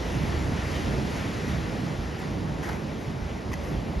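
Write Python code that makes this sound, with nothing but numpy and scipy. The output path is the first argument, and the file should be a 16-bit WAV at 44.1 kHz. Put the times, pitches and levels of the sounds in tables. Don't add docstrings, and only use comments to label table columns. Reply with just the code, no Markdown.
import sys
import numpy as np
from scipy import signal
from scipy.fft import rfft, irfft, next_fast_len
from scipy.io import wavfile
from scipy.ndimage import uniform_filter1d, map_coordinates

SR = 44100
rng = np.random.default_rng(int(sys.argv[2]) if len(sys.argv) > 2 else 0)


def dump_mix(stems):
    frames = np.atleast_2d(stems).T
    limited = np.clip(frames, -1, 1)
    pcm = np.round(limited * 32767).astype(np.int16)
    wavfile.write(sys.argv[1], SR, pcm)


N = 176400


def breakers():
    # t/s, level/dB
    roar_level = [(0, -31.5), (.27, -30), (.5, -30.5), (.7, -30.3), (.97, -30), (1.3, -31.7), (1.56, -31.5),
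                  (1.8, -31.7), (2.12, -34), (2.35, -32.5), (2.75, -32.5), (2.95, -33.7), (3.42, -33.8),
                  (3.78, -32), (4, -32.2)]
    rumble_level = [(0, -33.5), (.4, -31), (.7, -33.5), (1.05, -33.5), (1.35, -38), (1.62, -34.5),
                    (1.85, -36.5), (2.15, -39.5), (2.45, -36), (2.8, -37), (3.1, -37.5), (3.42, -39.5),
                    (3.6, -35.5), (4, -34.5)]
    # f/Hz, level/dB
    roar_tone = [(40, -36), (75, -11), (105, -3), (135, -.3), (200, -2.3), (300, -6), (450, -9.2),
                 (700, -13.3), (1000, -18), (1500, -30), (3000, -60)]
    rumble_tone = [(25, -33), (35, -17), (50, -2), (60, 0), (70, -1), (84, .7), (105, -9), (160, -24.5),
                   (400, -79)]
    rumble = amp(curve(rumble_level) + .528 * wobble(5.1)) * rush(rumble_tone, patchy_db=.5)
    roar = amp(.2 + curve(roar_level) + .3405 * wobble(8)) * rush(roar_tone, patchy_db=.7387)
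    return rumble + roar


def boom():
    # f/Hz, width/Hz, level/dB
    notes = [(126, 28, 0), (160, 36, 0), (220, 45, -6), (312, 25, -10)]
    # crest t/s, level/dB, half length/s
    surges = [(.22, -29.5, .1), (.45, -29, .05), (.97, -29.7, .11), (1.55, -31.5, .1), (1.81, -31.7, .12),
              (2.4, -34.7, .2), (3.12, -33.3, .07), (3.73, -32, .06), (3.88, -32, .06)]

    def hollow(hz):
        return sum((-1) ** k * amp(db) * 1j * hz * width / (note ** 2 - hz ** 2 + 1j * hz * width)
                   for k, (note, width, db) in enumerate(notes))

    t = np.arange(N) / SR
    swell = sum(amp(db) * np.exp(-((t - crest) / half) ** 2) for crest, db, half in surges)
    return swell * unit(spread(filtered(rng.standard_normal((2, N)), hollow)))


def foam():
    # t/s, level/dB
    foam_level = [(0, -39.8), (.2, -38.6), (.52, -39.8), (.76, -37), (.88, -38), (1.02, -39.5),
                  (1.2, -38.2), (1.8, -41.4), (2.15, -42.8), (2.5, -44.5), (3.0, -45), (3.3, -44.6),
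                  (3.5, -45.2), (4, -44.7)]
    # f/Hz, level/dB
    hiss_tone = [(300, -28.5), (800, -3), (1300, 0), (2000, 0), (2700, -4), (3800, -8.5), (5500, -11.5),
                 (8000, -18), (10000, -21.5), (12500, -28.5), (15500, -33)]
    fizz_tone = [(1500, -25), (4000, -0.5), (6500, -.8), (10000, -6.8), (13500, -12), (15500, -16)]
    foam_db = curve(foam_level)
    fizz_db = -51 + 1.8696 * (foam_db - foam_db.max())
    hiss = amp(foam_db - .2 + .3366 * wobble(14)) * rush(hiss_tone, patchy_db=1.0381)
    fizz = amp(fizz_db + .668 * wobble(8.675)) * rush(fizz_tone, patchy_db=2)
    return hiss + fizz


def bumps():
    # t/s, level/dB
    thuds = [(.11, -25), (.235, -22.5), (.37, -22), (.47, -24), (.87, -26), (1.989, -23), (3.219, -24),
             (3.739, -25.5), (3.971, -24)]
    # f/Hz, level/dB, time to fade 60 dB/s
    notes = [(56.6, 1, .257), (78, -1.7, .25)]
    return sum(amp(db) * ring(notes, start, rise_s=.007845) for start, db in thuds)


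def scuffs():
    # peak t/s, level/dB, rise/s, time to fade 60 dB/s, brightness/(dB per octave)
    presses = [(1.175, -43, .015, .2, -1.5), (1.485, -43, .0074, .2, .5), (2.195, -44.5, .012, .2, 0),
               (2.225, -41.5, .025, .35, -3.5), (2.64, -37.8, .0128, .3, 0), (2.70, -36, .03, .4, -1.9),
               (3.01, -53.5, .03, .45, 2.5), (3.52, -42.5, .003, .2, .3), (3.534, -36.5, .003, .03, 1),
               (3.539, -35, .003, .014, 1.4), (3.655, -46, .036, .55, .9)]
    # f/Hz, level/dB
    sand_tone = [(200, -14), (600, 2), (800, 4), (1200, -1), (1900, 3), (3500, -10), (6500, -9.8),
                 (9000, -14.5), (11800, -14), (14000, -22)]
    grit_db = 3
    t, out = np.arange(N) / SR, np.zeros((2, N))
    for peak, db, rise, fade, bright in presses:
        swell = np.exp(-(np.minimum(t - peak, 0) / rise) ** 2)
        decay = amp(-60 * np.maximum(t - peak, 0) / fade)
        crunch = amp(grit_db * wobble(900)) * rush(sand_tone, patchy_db=2, tilt_db=bright)
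        out += amp(db) * swell * decay * unit(crunch)
    return out


def stone():
    # t/s, level/dB, brightness/(dB per octave)
    knocks = [(3.517, -32.5, -16), (3.531, -28.5, -1), (3.538, -25.5, -1.5)]
    # f/Hz, level/dB, time to fade 60 dB/s
    notes = [(1053.5, -9.5, .02), (1976, -2.5, .028), (2585.6, -6, .014), (4518.3, -14, .014),
             (6296, -11, .017)]
    return sum(amp(db) * ring(notes, start, rise_s=.00033, tilt_db=bright, scatter=.008)
               for start, db, bright in knocks)


def cave_echo(sound):
    # f/Hz, time to fade 60 dB/s
    fade_times = [(100, 1.303), (2000, 0.8435), (12000, 0.3172)]
    hz, t, bands = signal.stft(rng.standard_normal((2, SR)), SR, nperseg=256)
    tail = signal.istft(bands * amp(-60 * t / along(fade_times, hz)[:, None]), SR, nperseg=256)[1]
    tail /= np.linalg.norm(tail[0])
    return spread(signal.fftconvolve(sound, tail, axes=1)[:, :N])


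def spread(pair):
    # f/Hz, likeness (1 = the same)
    likeness = [(60, .975), (150, .98), (300, .796), (650, .494), (1100, .418), (1700, .19), (2400, .947),
                (3200, 1)]
    angle = lambda hz: np.arccos(np.clip(along(likeness, hz), -1, 1)) / 2
    mid, side = filtered(pair, lambda hz: np.array([np.cos(angle(hz)), np.sin(angle(hz))]))
    return np.array([mid + side, mid - side])


def rush(tone, patchy_db, tilt_db=0):
    bands = signal.stft(rng.standard_normal((2, N)), nperseg=512)[2]
    patches = uniform_filter1d(uniform_filter1d(rng.standard_normal(bands.shape[1:]), 6, 0), 12, 1)
    noise = signal.istft(bands * amp(patchy_db * unit(patches)), nperseg=512)[1][:, :N]
    colour = lambda hz: amp(along(tone, hz) + tilt_db * np.log2(1 + hz / 1000))
    return unit(spread(filtered(noise, colour)))


def ring(notes, start, rise_s, tilt_db=0, scatter=.03):
    t = np.maximum(np.arange(N) / SR - start, 0)
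    tone = 0
    for hz, db, fade in notes:
        gain = amp(db + tilt_db * np.log2(hz / notes[1][0]) - 60 * t / fade)
        pitch = hz * (1 + scatter * rng.standard_normal())
        tone += gain * np.sin(2 * np.pi * pitch * t)
    return tone * (1 - np.exp(-t / rise_s))


def amp(db):
    return 10 ** (np.asarray(db) / 20)


def along(rows, hz):
    freqs, values = np.transpose(rows)
    return np.interp(np.log(hz + 1), np.log(freqs + 1), values)


def unit(x):
    return x / np.sqrt(np.mean(x ** 2) + 1e-20)


def curve(rows):
    return np.interp(np.arange(N) / SR, *np.transpose(rows))


def wobble(rate):
    return map_coordinates(rng.standard_normal(int(N * rate / SR) + 4), [np.arange(N) * rate / SR])


def filtered(x, response):
    size = next_fast_len(N + SR // 2)
    return irfft(rfft(x, size) * response(np.fft.rfftfreq(size, 1 / SR)), size)[..., :N]


def scene():
    steps = scuffs() + stone()
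    return breakers() + foam() + bumps() + steps + amp(-13) * cave_echo(steps) + boom()


def record(dry):
    # f/Hz, level/dB
    port_tone = [(1600, -.5), (1900, .8), (2200, -.9), (3000, -.3), (7000, -.3), (10000, -.3),
                 (13000, -1.4)]
    # f/Hz, level/dB
    right_louder = [(30, 1), (70, 1.8), (160, 3.3), (450, 1.7), (1400, 0), (1850, -5), (2300, -1.8),
                    (2900, 0)]
    # f/Hz, phase/rad
    phase_twist = [(0, 0), (1030, 0.3), (2070, -0.1), (2760, 0.0), (6200, -0.0), (6460, -0.5), (7490, -1.9),
                   (7900, -3.0), (8700, -3.3), (9130, -4.1), (10200, -5.1), (10900, -6.0), (12200, -6.8),
                   (13400, -8.1), (14000, -9.3), (15700, -9.5)]
    top_hz = 15700
    sides = np.array([[1], [-1]])

    def response(hz):
        gain = amp(along(port_tone, hz) - sides * along(right_louder, hz) / 2)
        return gain * np.exp(.5j * sides * along(phase_twist, hz)) * (hz < top_hz)

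    return filtered(dry, response)


dry = scene()
out = record(dry)
dump_mix(out)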